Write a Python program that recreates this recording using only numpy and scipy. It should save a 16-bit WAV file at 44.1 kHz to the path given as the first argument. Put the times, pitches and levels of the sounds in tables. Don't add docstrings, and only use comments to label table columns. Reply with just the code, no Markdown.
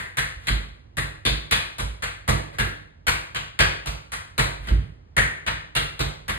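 import sys
import numpy as np
from scipy import signal
from scipy.fft import rfft, irfft
from scipy.io import wavfile

SR = 44100
rng = np.random.default_rng(int(sys.argv[2]) if len(sys.argv) > 2 else 0)


def inscribe(sig):
    pcm = np.round(np.clip(np.atleast_2d(sig).T, -1, 1) * 32767)
    wavfile.write(sys.argv[1], SR, pcm.astype(np.int16))


N = 281338

RING = np.arange(2 ** 15) / SR
RING_HZ = np.arange(len(RING) // 2 + 1) * SR / len(RING)

# [start_s, strength_db, body_weight_db, sole_clack_db, plate_ring_db, edge_tick_db]
TAPS = [(-.085, 17.5, -2, 7.5, -2, 8.5), (0.1708, 17.5, -2.5, 6, -0.5, 10), (.47, 14.5, 0, 3.5, 7.5, 7),
        (0.9697, 15, 4.5, 7, -0.5, 9), (1.2514, 16.5, 7, -2, 10.5, 9), (1.5107, 22.5, -3.5, -1, 5.5, 7.5),
        (1.7834, 18, -1.5, -5.5, -5, 3.5), (2.0226, 18.5, -8, 1.5, -2, -0.5),
        (2.2779, 27, 4, -1.5, -6.5, 1.5), (2.528, -3, 0.5, 3, -1.5, -2), (2.585, 18, 6, 4.5, 0.5, 5.5),
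        (3.068, 25.5, -5.5, 0.5, -1, 4), (3.347, 18.5, -8, -3.5, 1, -3.5),
        (3.59, 28.5, -1.5, -0.5, 3, -0.5), (3.859, 21.5, -9, -9, -5, -3.5),
        (4.1192, 17, -11.5, 0, -3.5, .5), (4.3794, 25.5, 1, 0, -3, 4.5), (4.672, 11, 4.5, 2.5, -2, -2.5),
        (5.1663, 21, 4.5, 11, -1, 7.5), (5.4646, 21.5, -6, 2, -1, -6), (5.7516, 17.5, 2.5, .5, 6.5, 9.5),
        (5.9928, 21.5, 2.5, -5, 1, -2), (6.281, 18, -1.5, 3, -4.5, 4.5)]
# [pitch_hz, level_db]
SHOE_COLOUR = [(60, -36), (160, -3.5), (240, -10), (350, -7), (520, -4.5), (800, -5), (1200, -1),
               (1900, 0.5), (2700, -4), (4200, -7.5), (5400, -16.5), (8500, -19.5), (11000, -25),
               (13500, -30.5), (15500, -37)]
# [pitch_hz, width_hz, rise_db]
PLATE_RINGS = [(1146, 35, 3), (1585, 54, 4), (2460, 12, 6.5), (2680, 59, 1), (3393, 29, 6), (4003, 60, 3.5),
               (4480, 29, 5), (7040, 580, 3), (8280, 63, 6)]
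# [pitch_hz, width_hz]
SHOE_PARTS = [(250, 550), (1830, 880), (3650, 3100), (10600, 7900)]


def taps():
    out = np.zeros((2, N))
    shoe_db = curve(RING_HZ, SHOE_COLOUR)
    for hz, width_hz, rise_db in PLATE_RINGS:
        shoe_db = shoe_db + rise_db * resonance(hz, width_hz)
    parts = np.array([resonance(hz, width_hz) for hz, width_hz in SHOE_PARTS])
    for start_s, strength_db, *part_db in TAPS:
        colour_db = shoe_db + np.dot(part_db, parts) + strike_ripple()
        add(out, start_s, undb(strength_db) * heard(colour_db))
    return out


def strike_ripple(depth_db=4.5, width_share=0.043, count=36):
    place = rng.random((count, 1))
    size = rng.uniform(-1.04, 1, (count, 1))
    hz = 900 * 15 ** place
    return np.sum(depth_db * size * resonance(hz, width_share * hz), axis=0)


# [start_s, level_db, length_s]
BRUSHES = [(0.382, 2.5, 0.14), (4.598, 3.5, 0.1)]


def brushes():
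    out = np.zeros((2, N))
    for start_s, level_db, length_s in BRUSHES:
        swell = RING * np.exp(-2 * RING / length_s)
        contacts = unit(rng.laplace(size=(1, len(RING))) * swell)
        shoe = heard(curve(RING_HZ, SHOE_COLOUR))
        add(out, start_s, undb(level_db) * signal.fftconvolve(contacts, shoe))
    return out


# [start_s, push_db, push_length_s]
LANDINGS = [(0.357, -41, 0.0066), (0.497, -18, 0.016), (1.3, -25, 0.014), (1.818, -28, 0.011),
            (2.30, -32, .01), (3.875, -35.5, 0.0039), (4.586, -29.5, 0.0183), (4.706, -15.5, 0.0086)]
# [pitch_hz, level_db]
MAT_COLOUR = [(30, -24), (70, -7), (130, -0.5), (250, -15), (450, -22), (800, -35), (2000, -44.5),
              (8000, -89)]


def mat(thud_db=56.5, stiffening=1.43):
    out = np.zeros((2, N))
    for start_s, push_db, _ in LANDINGS:
        add(out, start_s, undb(stiffening * push_db + thud_db) * heard(curve(RING_HZ, MAT_COLOUR)))
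    return out


# [pitch_hz, level_db, t60_s, build_up_s]
BOARDS = [(80.4, 1, 0.18, 0.0037), (97.3, -2, 0.41, 0.021), (129.9, 1, .2, 0.007),
          (143.6, -3, 0.46, 0.0074), (157.5, -9.5, 0.82, 0.0091), (178.6, -11.5, 0.1, 0.0066),
          (206, -10.5, 0.33, 0.0088), (220, -18, 0.18, 0.0009), (306.3, -14.5, 0.81, 0.011),
          (462, -7, 0.27, 0.0028), (568, -13, 0.74, 0.0033), (661, -11, 0.61, 0.0029)]
# [pitch_hz, level_db, t60_s, build_up_s]
JOISTS = [(44.2, -21, 0.49, .04), (53.77, 1, 0.37, 0.062), (56.8, 2, 0.3, 0.032), (69, 3.5, 0.14, 0.023)]


def floor(board_lag_s=0.00845, joist_lag_s=0.0172, reach_per_db=.14, landing_board_db=-3):
    board_db, joist_db = -49.5, -53
    give = .9
    out = np.zeros(N)
    for start_s, strength_db, weight_db, *_ in TAPS:
        force_db = give * (strength_db + weight_db)
        boards = ring(BOARDS, reach_per_db * strength_db)
        add(out, start_s + board_lag_s, -undb(force_db + board_db) * boards)
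        add(out, start_s + joist_lag_s, undb(force_db + joist_db) * ring(JOISTS))
    for start_s, push_db, length_s in LANDINGS:
        push = np.sin(np.pi * np.minimum(RING / length_s, 1))
        body = ring(JOISTS) + undb(landing_board_db) * ring(BOARDS)
        add(out, start_s, undb(push_db) * signal.fftconvolve(body, push / push.sum()))
    shared = rfft(out)
    return microphones(np.array([shared, 0 * shared]))


def ring(modes, upper_db=0, upper_hz=170, detune=0.013, scatter_db=2.64):
    hz, level_db, t60_s, build_s = np.transpose(modes)[:, :, None]
    pitch_chance, size_chance = rng.standard_normal((2, len(modes), 1))
    envelope = unit((1 - np.exp(-RING / build_s)) * np.exp(-np.log(1000) * RING / t60_s))
    waves = envelope * np.sin(2 * np.pi * hz * (1 + detune * pitch_chance) * RING)
    reach = (hz > upper_hz) * (hz < 2 * upper_hz)
    sizes = undb(level_db + upper_db * reach + scatter_db * size_chance)
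    return unit(np.sum(sizes * waves, axis=0)) * np.sqrt(SR / 7)


# [pitch_hz, level_db_per_hz], shape only
HOUSE_COLOUR = [(20, -12.5), (50, -2), (100, -2), (160, -15.5), (300, -20.5), (1000, -29), (3000, -39.5),
                (6000, -48), (15000, -84)]


def house(level_db=-49):
    noise = rfft(rng.standard_normal((2, N)))
    hz = np.linspace(0, SR / 2, noise.shape[-1])
    out = microphones(noise * undb(curve(hz, HOUSE_COLOUR)))
    return out * undb(level_db) / out.std()


def heard(colour_db):
    fade = np.clip(4 * (1 - RING / RING[-1]) - .5, 0, 1)
    return fade * microphones(causal(colour_db) * room())


# [pitch_hz, t60_s]
ROOM_T60 = [(150, 0.48), (450, 0.58), (1100, 0.51), (2200, 0.52), (4500, 0.48), (8000, 0.41), (14000, 0.32)]
# [time_s, level_db]
ARRIVALS = [(0, -2.5), (.004, -1), (.010, 1.5), (.0142, 6), (.02, 6.5), (.035, 4), (.07, 4)]


def room(spiky=0.88, merge_s=0.042, direct=1.5, early_s=0.0047,
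         crack_db_per_octave=6, crack_s=0.0048, crack_hz=4500):
    grain, size = rng.standard_normal((2, 2, len(RING)))
    spread = spiky * np.exp(-RING / merge_s) * np.minimum(RING / early_s, 1)
    paths = grain * np.exp(spread * size - spread ** 2)
    paths[0, 0] = direct
    paths = rfft(paths * undb(np.interp(RING, *np.transpose(ARRIVALS))))
    points, t60s = np.transpose(ROOM_T60)
    out = 0
    for share, hz, t60_s in zip(np.eye(len(points)), points, t60s):
        band = curve(RING_HZ, np.c_[points, share])
        octaves = max(np.log2(hz / crack_hz), 0)
        fresh = undb(crack_db_per_octave * octaves * np.exp(-(RING / crack_s) ** 2))
        out = out + irfft(paths * band) * fresh * np.exp(-np.log(1000) * RING / t60_s)
    return rfft(unit(out))


# [pitch_hz, likeness, left_lead_rad, left_minus_right_db]
MICROPHONE_PAIR = [(50, .99, -.15, -2.5), (160, .85, -.1, -9), (320, .4, 1.6, -11), (520, .8, 2.5, -7),
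                   (950, .7, 2.6, 1), (1300, .6, 3.2, 1.5), (2050, .35, 4.9, 3), (2700, .55, 2.6, 1),
                   (3800, .2, 3, 2.5), (4400, .5, 3.8, 0), (5300, .99, 3.2, 0), (5700, .99, 3, 0),
                   (6400, .85, 2.7, 0), (8000, .82, 1.57, 0), (9700, .99, 0, 0), (11600, .99, 0, 0),
                   (13000, .8, -1.5, 0), (15500, .95, -3.1, 0)]


def microphones(fields):
    hz = np.linspace(0, SR / 2, fields.shape[-1])
    points, *columns = np.transpose(MICROPHONE_PAIR)
    alike, lead, balance_db = (np.interp(hz, points, column) for column in columns)
    alike = np.clip(alike, 0, 1)
    right = alike * np.exp(-1j * lead) * fields[0] + np.sqrt(1 - alike ** 2) * fields[1]
    ratio = undb(balance_db)
    left = fields[0] * ratio
    return irfft(np.array([left, right]) * np.sqrt(2 / (1 + ratio ** 2)))


def causal(db):
    cepstrum = irfft(np.log(undb(db)))
    half = len(cepstrum) // 2
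    cepstrum[1:half] *= 2
    cepstrum[half + 1:] = 0
    return np.exp(rfft(cepstrum))


def resonance(hz, width_hz):
    return 1 / (1 + (2 * (RING_HZ - hz) / width_hz) ** 2)


def curve(hz, table):
    points, values = np.transpose(table)
    return np.interp(np.log(hz + 1), np.log(points), values)


def undb(db):
    return 10 ** (np.asarray(db) / 20)


def unit(x):
    return x / np.sqrt(np.sum(x ** 2, axis=-1, keepdims=True))


def add(out, start_s, x):
    start = int(round(start_s * SR))
    lo, hi = max(start, 0), min(start + x.shape[-1], N)
    out[..., lo:hi] += x[..., lo - start:hi - start]


def scene():
    return taps() + brushes() + mat() + floor() + house()


def record(dry, low_hz=36, order=4, top_hz=15500):
    bass_cut = signal.butter(order, low_hz, "high", fs=SR, output="sos")
    rounded = np.tanh(signal.sosfilt(bass_cut, dry))
    top_cut = signal.ellip(10, .2, 80, top_hz, fs=SR, output="sos")
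    return signal.sosfilt(top_cut, rounded)


dry = scene()
out = record(dry)
inscribe(out)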